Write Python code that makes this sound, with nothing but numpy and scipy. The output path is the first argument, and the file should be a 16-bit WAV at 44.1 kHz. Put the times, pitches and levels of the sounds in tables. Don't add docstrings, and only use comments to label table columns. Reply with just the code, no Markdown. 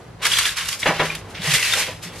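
import sys
import numpy as np
from scipy import signal
from scipy.fft import rfft, irfft, next_fast_len
from scipy.io import wavfile
from scipy.ndimage import map_coordinates

SR = 44100
rng = np.random.default_rng(int(sys.argv[2]) if len(sys.argv) > 2 else 0)


def persist_wave(psi):
    counts = np.round(np.clip(psi, -1, 1) * 32767).astype(np.int16)
    wavfile.write(sys.argv[1], SR, np.atleast_2d(counts).T)


N = 97020

# (frequency [Hz], level [dB], decay time T60 [s])
PAN_MODES = [(158.6, -8.5, 0.92), (339, -5.5, 0.12), (506, 3, 0.077), (615, 7.5, 0.086), (800.5, -6, 0.28),
             (987, 6.5, 0.12), (1424, -18, 0.61), (1880, -9, 0.087), (1917, -12, 0.076), (2260, 9.5, 0.017),
             (2760, 2, 0.061), (2920, 1, 0.055), (3340, 2.5, 0.033)]
# (frequency [Hz], relative spectral density [dB])
AIR_SPECTRUM = [(120, -30), (200, -10), (455, -8), (541, -11), (1170, -15), (13000, -41.5)]


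def amp(db):
    return 10 ** (np.asarray(db) / 20)


def unit_rms(x):
    return x / np.sqrt(np.mean(x ** 2) + 1e-20)


def gain_at(points, f):
    hz, db = np.transpose(points)
    return amp(np.interp(np.log(f + 1), np.log(hz + 1), db))


def wobble(knots_per_s):
    knots = rng.standard_normal(int(N * knots_per_s / SR) + 4)
    return map_coordinates(knots, [np.arange(N) * knots_per_s / SR])


def filtered(x, response):
    size = next_fast_len(N + SR // 2)
    return irfft(rfft(x, size) * response(np.fft.rfftfreq(size, 1 / SR)), size)[..., :N]


def coloured_noise(response):
    return unit_rms(filtered(rng.standard_normal(N), response))


def resonance(f, hz, width_hz):
    return 1j * f * width_hz / (hz * hz - f * f + 1j * f * width_hz)


def sheet_radiation(f, edge_hz=913):
    x = 1j * f / edge_hz
    return (x * x / (1 + x + x * x)) ** 2


def tone_pulse(time, length, hz):
    t = np.arange(N) / SR
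    return np.exp(-(2 * (t - time) / length) ** 2) * np.sin(2 * np.pi * hz * t)


def add(track, time, sound):
    part = track[max(round(time * SR), 0):][:len(sound)]
    part += sound[:len(part)]


def scatter(x, t60, hop, delay=0):
    out = np.zeros(N + SR)
    window = np.hanning(2 * hop + 1)[:-1]
    decay = amp(-60 * np.arange(SR // 3) / SR / t60)
    x = np.pad(x, (hop, 2 * hop))
    for start in range(0, N + hop, hop):
        tail = rng.standard_normal(len(decay)) * decay
        wet = signal.fftconvolve(x[start:start + 2 * hop] * window, tail / np.linalg.norm(tail))
        out[start:start + len(wet)] += wet
    return np.pad(out, (delay, 0))[hop:hop + N]


def room_air():
    # (time [s], level [dB])
    air_levels = [(0, -45), (0.499, -54.5), (.8, -47.5), (1.15, -40.5), (1.45, -44), (1.62, -67),
                  (1.8, -44.5), (2.2, -44)]
    level_db = np.interp(np.arange(N) / SR, *np.transpose(air_levels))
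    air = coloured_noise(lambda f: gain_at(AIR_SPECTRUM, f))
    return air * amp(level_db + wobble(knots_per_s=9))


def appliance_hum():
    # (frequency [Hz], bandwidth [Hz], level [dB])
    bands = [(55, 27, -51.5), (103, 36, -46), (164, 43, -50.5)]
    return sum(amp(db) * coloured_noise(lambda f: resonance(f, hz, width) ** 2) for hz, width, db in bands)


def pan_drone():
    # (time [s], level [dB])
    drone_levels = [(.2, -47.5), (.26, -37), (.33, -48), (1.4, -57), (1.449, -34), (1.56, -35.5),
                    (1.65, -43.5), (1.8, -31.5), (1.951, -64)]
    level_db = np.interp(np.arange(N) / SR, *np.transpose(drone_levels), left=-120, right=-120)
    low_modes = lambda f: sum(resonance(f, hz, width_hz=100) for hz, _, _ in PAN_MODES[2:6])
    return amp(level_db) * coloured_noise(low_modes)


def pan_thumps():
    # (time [s], peak level [dB], frequency [Hz], duration [s])
    flexes = [(0.897, -20.5, 168.8, 0.027), (1.403, -27.5, 164.4, 0.015), (1.487, -22, 150.6, 0.023),
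              (1.54, -24.5, 136, 0.025), (2.07, -34.5, 170.2, 0.036)]
    return sum(amp(db) * tone_pulse(time, length, hz) for time, db, hz, length in flexes)


def edge_chirps():
    # (time [s], peak level [dB], frequency [Hz])
    catches = [(0.3185, -11, 3250), (0.338, -8, 3380), (0.3722, -9.5, 3325), (.390, -26, 3430),
               (0.455, -12, 3450), (.493, -16.5, 3700), (0.834, -18, 3640), (1.7255, -11.5, 3590),
               (1.737, -12, 3600)]
    return sum(amp(db) * tone_pulse(time, length=0.0022, hz=hz) for time, db, hz in catches)


def pan_squeals():
    # (centre time [s], duration [s], frequency [Hz], level [dB])
    squeals = [(.4, 0.25, 3470, -32), (0.484, 0.047, 1720, -29), (1.103, 0.016, 2450, -26),
               (1.53, 0.16, 2010, -28.5), (1.671, .06, 1990, -28), (1.65, 0.11, 2600, -30.5)]
    out, t = np.zeros(N), np.arange(N) / SR
    for time, length, hz, db in squeals:
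        swell = np.cos(np.pi * np.clip((t - time) / length, -0.5, 0.5))
        out += amp(db) * swell * coloured_noise(lambda f: resonance(f, hz, width_hz=260) ** 2)
    return out


def pan_knocks():
    # (time [s], relative level [dB], low body gain [dB], contact time [s], favoured mode [Hz])
    impacts = [(0.8284, -20, -18, 0.0049, 2200), (0.857, -9.5, -8.5, 0.028, 1920),
               (0.889, -21.5, 3.5, 0.014, 780), (0.994, -14, -6, 0.014, 2300), (1.009, -28, 6, 0.014, 330),
               (1.879, -38.5, 7, 0.017, 500)]
    # (frequency [Hz], relative spectral density [dB])
    clatter_spectrum = [(71, -30), (120, 4), (234, 5.5), (599, 14), (908, 7.5), (1940, 7), (9000, -32),
                        (11700, -60)]
    body_edge_hz, favour_db, trim_db = 1470, 9, -11
    clatter_db, clatter_t60, clatter_attack_s = 13, 0.22, 0.0021
    out, t = np.zeros(N), np.arange(SR // 3) / SR
    for time, db, body_db, contact_s, favoured_hz in impacts:
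        modes = np.zeros(len(t))
        for hz, mode_db, t60 in PAN_MODES:
            favoured = abs(hz / favoured_hz - 1) < 0.1
            start_db = mode_db + body_db * (hz < body_edge_hz) + favour_db * favoured + 2 * rng.normal()
            modes += amp(start_db - 60 * t / t60) * np.sin(2 * np.pi * hz * t)
        force = rng.standard_normal(len(t)) * (t < contact_s) * np.sin(np.pi * t / contact_s)
        ring = signal.fftconvolve(modes, force / np.linalg.norm(force))[:len(t)]
        body_shelf = lambda f: amp(body_db / (1 + (f / body_edge_hz) ** 6))
        clatter = coloured_noise(lambda f: gain_at(clatter_spectrum, f) * body_shelf(f))[:len(t)]
        clatter *= amp(clatter_db + body_db / 2 - 60 * t / clatter_t60)
        clatter *= 1 - np.exp(-t / clatter_attack_s)
        add(out, time, amp(db + trim_db) * (ring + clatter))
    return out


def paper_snaps():
    # (time [s], relative level [dB], frequency [Hz], crack re pop [dB])
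    creases = [(0.2517, -9.5, 2977, 3), (0.2655, -9.5, 1670, 3), (0.385, -8, 1728, 5.5),
               (0.4533, -13, 2420, -5), (0.573, -32, 5370, -3), (0.655, -21, 2670, 0),
               (0.686, -20.5, 2860, 10), (0.690, -17, 2880, -6), (0.7265, -18.5, 3280, 3),
               (1.1501, -20, 2570, 3.5), (1.4182, -19.5, 3500, -10), (1.5375, -10, 3390, 6),
               (1.626, -9.5, 2716, -16), (1.7353, -7.5, 2000, 0), (1.8009, -13.5, 2250, -6)]
    t60, attack_s, roughness, smoothing_s = 0.022, 0.0026, 1.24, 0.00012
    pops, cracks, t = np.zeros(N), np.zeros(N), np.arange(SR // 8) / SR
    smoothing = np.exp(-t[:SR // 150] / smoothing_s)
    for time, db, hz, crack_db in creases:
        envelope = amp(db - 60 * t / t60) * (1 - np.exp(-t / attack_s))
        noise = rng.standard_normal((3, len(t)))
        in_phase, quadrature = (roughness * unit_rms(np.convolve(x, smoothing)[:len(t)]) for x in noise[:2])
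        phase = 2 * np.pi * hz * t
        add(pops, time, envelope * ((1 + in_phase) * np.sin(phase) + quadrature * np.cos(phase)))
        add(cracks, time, envelope * amp(crack_db) * noise[2])
    pops = filtered(pops, lambda f: resonance(f, hz=3000, width_hz=10000) ** 2 * sheet_radiation(f))
    return pops + filtered(cracks, lambda f: resonance(f, hz=5200, width_hz=15000) ** 2)


def friction_grains():
    grains_per_s, centre_hz, decay_cycles = 1500, 2687, 1.8
    log_pitch_spread, level_spread_db = 0.374, 1.5
    count, samples = int(grains_per_s * N / SR), np.arange(SR // 160)
    starts = (rng.random((count, 1)) * N).astype(int)
    pitch_draw, level_draw = np.hsplit(rng.standard_normal((count, 2)), 2)
    cycles = centre_hz * np.exp(log_pitch_spread * pitch_draw) * samples / SR
    grains = amp(level_spread_db * level_draw) * np.sin(2 * np.pi * cycles) * np.exp(-cycles / decay_cycles)
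    train = np.bincount((starts + samples).ravel(), grains.ravel(), N + len(samples))[:N]
    return unit_rms(filtered(train, lambda f: resonance(f, centre_hz, width_hz=4100) ** 2))


def scrape_and_hiss():
    # (time [s], scrape level [dB], paper hiss level [dB])
    movement = [(0.19, -58, -77), (.213, -48, -70), (0.221, -32.5, -38), (0.259, -21, -25),
                (0.288, -30, -31), (.33, -24.5, -25), (.36, -26.5, -28.5), (0.393, -24, -25),
                (.43, -28.5, -30.5), (0.462, -24, -27), (.5, -34.5, -32.5), (0.556, -41.5, -49.5),
                (0.57, -28.5, -28), (.61, -28.5, -35), (.645, -34, -37.5), (.69, -33.5, -30.5),
                (.74, -36, -34), (.785, -44.5, -47), (0.801, -46, -33.5), (.826, -36, -38.5),
                (.9, -33, -37.5), (.96, -34, -45), (1.065, -31, -36.5), (1.12, -35, -44.5),
                (1.155, -37, -44.5), (1.2, -47, -48.5), (1.26, -62, -93), (1.305, -52, -48.5),
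                (1.34, -62, -66), (1.349, -35.5, -52.5), (1.41, -39, -49), (1.439, -29.5, -32),
                (1.5, -27.5, -30), (1.552, -22, -20.5), (1.6, -29, -31), (1.65, -26.5, -27),
                (1.705, -27.5, -28.5), (1.74, -25, -26.5), (1.802, -26.5, -25.5), (1.88, -35, -41.5),
                (2.014, -56, -57.5), (2.033, -38, -35), (2.11, -46.5, -54), (2.2, -48.5, -40.5)]
    # (frequency [Hz], relative spectral density [dB])
    scrape_spectrum = [(600, -13), (950, -3), (1940, 3), (3390, 2), (6000, -8.5), (7800, -31)]
    # (frequency [Hz], bandwidth [Hz], gain [dB])
    pan_peaks = [(1104, 42, -2), (2790, 170, -7)]
    # (frequency [Hz], relative spectral density [dB])
    hiss_spectrum = [(2350, -23), (4000, -11), (5620, -11.5), (9050, -15.5), (11700, -17), (15100, -26),
                     (15500, -54)]
    grain_share, lift_s, lifted_edge_hz = 0.32, 1.3, 1400
    t = np.arange(N) / SR
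    times, scrape_db, hiss_db = np.transpose(movement)
    flicker = amp(1.2 * wobble(knots_per_s=90))
    scrape_noise, hiss_noise = rng.standard_normal((2, N))

    pan_colour = lambda f: 1 + sum(amp(db) * resonance(f, hz, width) for hz, width, db in pan_peaks)
    friction = unit_rms(filtered(scrape_noise, lambda f: gain_at(scrape_spectrum, f) * pan_colour(f)))
    friction = np.sqrt(1 - grain_share) * friction + np.sqrt(grain_share) * friction_grains()
    flat = filtered(friction, sheet_radiation)
    lifted = filtered(friction, lambda f: sheet_radiation(f, lifted_edge_hz))
    scrape = np.where(t < lift_s, flat, lifted) * amp(np.interp(t, times, scrape_db, left=-120))

    rustle = hiss_noise * amp(1.5 * wobble(knots_per_s=700))
    hiss = unit_rms(filtered(rustle, lambda f: gain_at(hiss_spectrum, f)))
    hiss *= amp(np.interp(t, times, hiss_db, left=-120))
    return flicker * (scrape + hiss)


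def scene():
    # (frequency [Hz], side level re mid [dB])
    port_difference = [(40, -32), (180, -27), (500, -20), (1400, -19), (2200, -14), (3300, -5), (5600, 0),
                       (10000, 1), (14000, 4)]
    direct = scrape_and_hiss() + edge_chirps() + pan_squeals() + pan_drone()
    direct += paper_snaps() + pan_knocks() + pan_thumps()
    walls = amp(-10.5) * scatter(direct, t60=0.22, hop=SR // 10, delay=SR // 200)
    mid = direct + walls + room_air() + appliance_hum()
    side = filtered(scatter(mid, t60=0.042, hop=SR // 25), lambda f: gain_at(port_difference, f))
    side += amp(-53.5) * coloured_noise(lambda f: gain_at(AIR_SPECTRUM, f))
    return np.array([mid + side, mid - side])


def record(dry):
    # (frequency [Hz], gain [dB])
    microphone = [(11500, 1), (13000, -4.5), (15000, -19.5)]
    limit_hz = 15800
    return filtered(dry, lambda f: gain_at(microphone, f) * (f < limit_hz))


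dry = scene()
out = record(dry)
persist_wave(out)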